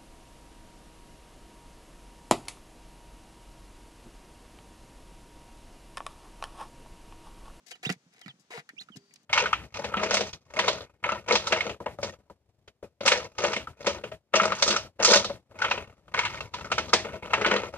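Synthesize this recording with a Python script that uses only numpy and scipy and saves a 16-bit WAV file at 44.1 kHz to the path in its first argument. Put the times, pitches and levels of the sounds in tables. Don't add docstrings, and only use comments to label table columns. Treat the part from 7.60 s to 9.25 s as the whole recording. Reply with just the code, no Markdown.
import sys
import numpy as np
from scipy import signal
from scipy.fft import rfft, irfft
from scipy.io import wavfile

SR = 44100
rng = np.random.default_rng(int(sys.argv[2]) if len(sys.argv) > 2 else 0)


def transcribe(u):
    v = np.clip(np.atleast_2d(u).T, -1, 1)
    q = np.round(v * 32767).astype(np.int16)
    wavfile.write(sys.argv[1], SR, q)


N = 72765
T = np.arange(N) / SR

# t/s, length/s, start f/Hz, top f/Hz, level/dB, fade/dB, pan/dB
ARCHED_PEEPS = [(0.25, 0.039, 2450, 3827, -25.5, 16.5, -7.5), (1.178, 0.049, 2350, 4240, -39.5, 3.5, -7.5)]
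# t/s, length/s, start f/Hz, end f/Hz, level/dB, pan/dB
FALLING_PEEPS = [(.123, .027, 3180, 2920, -46.5, -6), (.621, .031, 3300, 2930, -54, -9),
                 (.684, .032, 4030, 2970, -46, 0), (1.166, .017, 2360, 2330, -55, -12),
                 (1.319, .035, 3280, 2870, -54, -13)]
# t/s, level/dB, brightness/dB, pan/dB
PECKS = [(0.115, -41.5, -0.5, 9), (.292, -31, -3.5, -12), (0.2993, -24.5, -2, -4.5), (0.3226, -55, 12, 21),
         (0.6133, -45.5, 0, 3), (0.6597, -45.5, -2.5, -11), (0.68, -43.5, -5.5, 2), (1.09, -46.5, 1, 1),
         (1.211, -44.5, 3, -5), (1.369, -53.5, 7, 10.5), (1.5584, -52.5, 7, -13)]
# t/s, level/dB, f/Hz
TAPS = [(0.259, -21.5, 527), (0.295, -10.5, 482), (0.975, -19, 940), (1.09, -24.5, 1676),
        (1.098, -37, 2070), (1.286, -30.5, 1330), (1.508, -42.5, 2220)]
# t/s, level/dB, f/Hz, T60/s
STEPS = [(0.2661, -20.5, 149.5, 0.045), (0.3002, -19.5, 183.8, 0.074), (0.361, -46, 150, 0.051),
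         (.463, -50, 178, 0.074), (0.66, -36, 188.7, 0.075), (0.683, -40.5, 136.6, 0.093),
         (0.905, -37, 397, 0.021), (0.978, -37.5, 147, 0.073), (1.134, -46.5, 278, 0.038),
         (1.211, -47.5, 183, 0.039), (1.302, -41, 212, 0.049), (1.368, -31.5, 143, 0.035)]
# f/Hz, level/dB, T60/s
DISH_MODES = [(266, -45.5, 0.14), (400, -56, 0.42)]
# t/s, slip rate/Hz, level/dB
CLAW_PATH = [(0.905, 1002, -48.5), (.916, 1045, -51.5), (0.921, 703, -48.5), (0.934, 725.6, -49),
             (0.944, 473.3, -43.5), (0.965, 472.8, -37.5), (0.974, 420.7, -61)]
# t/s, length/s, level/dB, brightness/dB, pan/dB
SHUFFLES = [(0.061, 0.057, -64.5, 5, 11.5), (0.106, 0.012, -48, 2.5, -1), (0.148, 0.011, -60, 0.5, -6.5),
            (0.227, 0.042, -46.5, -0.5, 0), (0.287, 0.04, -48, 0.5, 0.5), (0.521, 0.14, -70, -1, -0.5),
            (0.661, 0.046, -65.5, 0.5, -10), (0.792, 0.022, -86, 15.5, 12.5), (1.199, 0.03, -62.5, 4.5, 0),
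            (1.356, 0.012, -55.5, 2.5, 2.5)]
# t/s, level/dB
STALK_SNAPS = [(0.067, -48), (0.085, -45), (0.537, -51), (0.593, -51), (1.538, -38), (1.631, -55)]
# t/s, level/dB
BRUSH_LEVELS = [(1.33, -75.5), (1.54, -69.5), (1.65, -84.5)]
# f/Hz, width/Hz, boost/dB
BOX_MODES = [(473, 18, 4.5), (712, 24, 4), (1760, 250, 2.5), (2150, 330, 7)]
# f/Hz, relative level/dB
ROOM_SPECTRUM = [(29, -76), (50, -20.5), (413, -15), (829, -17), (2330, -19), (6380, -19.5), (7730, -25.5),
                 (15500, -48.5)]

HOLLOW_HZ, CRACK_HZ, CRISP_HZ, AIR_HZ = 360, 2510, 4280, 7360
PECK_DECAY_S, STROKE_ATTACK_S = 0.0027, 0.0052


def chicks(top_share=0.69):
    out = 0
    for s, length_s, start_hz, top_hz, db, fade_db, pan_db in ARCHED_PEEPS:
        progress = np.clip((T - s) / length_s, 0, 1)
        arch = np.sin(np.pi / 2 * np.interp(progress, [0, top_share, 1], [0, 1, 1.514]))
        hz = start_hz + (top_hz - start_hz) * arch ** 1.4
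        out += peep(progress, hz, db - fade_db * progress, pan_db, octave_gain=from_db(-15))
    for s, length_s, start_hz, end_hz, db, pan_db in FALLING_PEEPS:
        progress = np.clip((T - s) / length_s, 0, 1)
        hz = end_hz + (start_hz - end_hz) * (1 - progress) ** 1.4
        out += peep(progress, hz, db, pan_db)
    return box_echo(out, echo_db=-12)


def peep(progress, hz, db, pan_db, octave_gain=0, octave_limit_hz=6550, edge_share=0.091):
    edge = np.clip(np.minimum(progress, 1 - progress) / edge_share, 0, 1)
    phase = jittered_phase(hz, depth=0.003, bandwidth_hz=650)
    octave = octave_gain / (1 + (2 * hz / octave_limit_hz) ** 20) * np.sin(2 * phase)
    return from_db(db) * np.sin(np.pi / 2 * edge) * (panned(np.sin(phase), pan_db) + octave)


def pecks():
    median_db = np.median(np.array(PECKS)[:, 1])
    out = 0
    for s, db, bright_db, pan_db in PECKS:
        low_hz = min(1200 * from_db(0.68 * (median_db - db)), CRACK_HZ)
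        grain = 2 * rng.standard_normal(N)
        crunch = friction(grain, strike(s, PECK_DECAY_S), -bright_db, bright_db, low_hz)
        out += panned(from_db(db) * crunch, pan_db)
    return out


def taps():
    out = 0
    for s, db, hz in TAPS:
        force = strike(s, decay_s=0.0071) * rng.standard_normal(N)
        out += from_db(db) * resonance(force, hz, width_hz=244)
    return panned(out, pan_db=-3)


def floor_and_dish(knock_s=1.355):
    steps = sum(from_db(db) * (ring(s, hz, t60_s) + from_db(-10) * ring(s, 1.365 * hz, t60_s))
                for s, db, hz, t60_s in STEPS)
    hum = sum(from_db(db) * ring(knock_s, hz, t60_s) for hz, db, t60_s in DISH_MODES)
    patter = from_db(-72) * unit_rms(band(clicks(per_s=140), [125, 260], "band"))
    return panned(band(steps + hum + patter, 132, "high", order=3), pan_db=-2)


def claw_drag(pan_db=3.5):
    times_s, rates_hz, levels_db = np.transpose(CLAW_PATH)
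    slip_hz = np.interp(T, times_s, rates_hz)
    phase = jittered_phase(slip_hz, depth=0.025, bandwidth_hz=307)
    octave_gain = from_db(-9) * slip_hz / rates_hz.mean()
    envelope = from_db(np.interp(T, times_s, levels_db)) * (T > times_s[0]) * (T < times_s[-1])
    squeak = envelope * (np.sin(phase) + octave_gain * np.sin(2 * phase))
    slips = rng.standard_normal(N) * (1 + np.cos(phase)) ** 2
    pressure = stroke(times_s[0] - STROKE_ATTACK_S / 2, length_s=0.094)
    rasp = from_db(-51.5) * friction(slips, pressure, hollow_db=2.5, crisp_db=-4, low_hz=530)
    return panned(squeak, pan_db), panned(rasp, pan_db)


def shuffles(snaps_per_stroke=70):
    out = 0
    for s, length_s, db, bright_db, pan_db in SHUFFLES:
        crackle = unit_rms(clicks(snaps_per_stroke / length_s) + 0.57 * rng.standard_normal(N))
        rustle = friction(crackle, stroke(s, length_s), -bright_db, bright_db)
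        out += panned(from_db(db) * rustle, pan_db)
    return out


def stalk_snaps():
    envelope = sum(from_db(db) * strike(s, PECK_DECAY_S) for s, db in STALK_SNAPS)
    force = envelope * rng.standard_normal(N)
    return panned(band(force, [CRISP_HZ, AIR_HZ], "band", order=1), pan_db=6)


def down_brush():
    times_s, levels_db = np.transpose(BRUSH_LEVELS)
    hiss = unit_rms(resonance(rng.standard_normal((2, N)), hz=4640, width_hz=150))
    return (T > times_s[0]) * from_db(np.interp(T, times_s, levels_db)) * hiss


def box_echo(x, echo_db, t60_s=0.036, split_hz=870, gap_s=0.0006):
    t = T[:SR // 8]
    noise = rng.standard_normal((3, len(t)))
    tail = band(noise[2], split_hz, "low") + band(noise[:2], split_hz, "high")
    tail *= from_db(-60 * t / t60_s) * (t > gap_s)
    tail = band(unit_rms(tail), CRISP_HZ, "low") / np.sqrt(len(t))
    echo = signal.fftconvolve(x, tail, axes=1)[:, :N]
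    return (x + from_db(echo_db) * echo) / np.hypot(1, from_db(echo_db))


def room_noise():
    hz, db = np.transpose(ROOM_SPECTRUM)
    noise = rng.standard_normal((3, N))
    stereo = band(noise[2], 1900, "low") + band(noise[:2], 1000, "high")
    bins_hz = np.arange(N // 2 + 1) * SR / N
    colour = from_db(np.interp(np.log(bins_hz + 1), np.log(hz), db))
    return from_db(-71) * unit_rms(irfft(rfft(stereo) * colour, N))


def friction(grain, envelope, hollow_db, crisp_db, low_hz=HOLLOW_HZ):
    force = grain * envelope
    hollow = unit_rms(band(band(force, low_hz, "high"), CRACK_HZ, "low", order=4))
    crack = unit_rms(band(force, [CRACK_HZ, CRISP_HZ], "band", order=3))
    crisp = unit_rms(band(force, [CRISP_HZ, AIR_HZ], "band", order=4))
    air = unit_rms(band(band(force, AIR_HZ, "high", order=4), 11200, "low", order=4))
    mix = from_db(hollow_db) * hollow + crack + from_db(crisp_db) * (crisp + from_db(-8.5) * air)
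    return np.sqrt(np.mean(envelope ** 2)) * mix


def strike(s, decay_s, attack_s=0.00023):
    t = np.maximum(T - s, 0)
    return (1 - np.exp(-t / attack_s)) * np.exp(-t / decay_s)


def stroke(s, length_s, release_s=0.009):
    attack = np.clip((T - s) / STROKE_ATTACK_S, 0, 1)
    return attack * np.exp(-np.maximum(T - s - length_s, 0) / release_s)


def ring(s, hz, t60_s, attack_s=0.0012):
    t = np.maximum(T - s, 0)
    return np.sin(2 * np.pi * hz * t) * from_db(-60 * t / t60_s) * (1 - np.exp(-t / attack_s))


def clicks(per_s, spread_db=3):
    sizes = from_db(spread_db * np.minimum(rng.exponential(1, N), 4)) * rng.choice([-1, 1], N)
    return unit_rms(sizes * (rng.random(N) < per_s / SR))


def jittered_phase(hz, depth, bandwidth_hz):
    waver = unit_rms(band(rng.standard_normal(N), bandwidth_hz, "low"))
    return 2 * np.pi * np.cumsum(hz * (1 + depth * waver)) / SR


def resonance(x, hz, width_hz):
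    radius = np.exp(-np.pi * width_hz / SR)
    feedback = [1, -2 * radius * np.cos(2 * np.pi * hz / SR), radius ** 2]
    return signal.lfilter(np.array([1, 0, -1]) * (1 - radius ** 2) / 2, feedback, x)


def band(x, hz, kind, order=2):
    return signal.sosfilt(signal.butter(order, hz, kind, fs=SR, output="sos"), x + 1e-18)


def panned(x, pan_db):
    return x * from_db(np.array([[0.5], [-0.5]]) * pan_db)


def unit_rms(x):
    return x / np.sqrt(np.mean(x ** 2) + 1e-20)


def from_db(db):
    return 10 ** (np.asarray(db) / 20)


def scene():
    squeak, rasp = claw_drag()
    contacts = pecks() + taps() + stalk_snaps() + shuffles() + rasp
    ringing = sum((from_db(db) - 1) * resonance(contacts, hz, width_hz) for hz, width_hz, db in BOX_MODES)
    in_box = box_echo(contacts + ringing, echo_db=-1) + box_echo(squeak, echo_db=-12)
    return in_box + chicks() + floor_and_dish() + down_brush() + room_noise()


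def record(dry, left_lag_s=0.00018, shelf_hz=4920, cutoff_hz=15700):
    hz = np.arange(N // 2 + 1) * SR / N
    shelf = 1 - 1 / (1 + (hz / shelf_hz) ** 12)
    treble_db = shelf * np.array([[4], [-8]])
    lag = np.exp(-2j * np.pi * hz * np.array([[left_lag_s], [0]]))
    mics = irfft(rfft(dry) * lag * from_db(treble_db), N)
    return signal.sosfilt(signal.ellip(10, 0.3, 80, cutoff_hz, fs=SR, output="sos"), mics)


dry = scene()
out = record(dry)
transcribe(out)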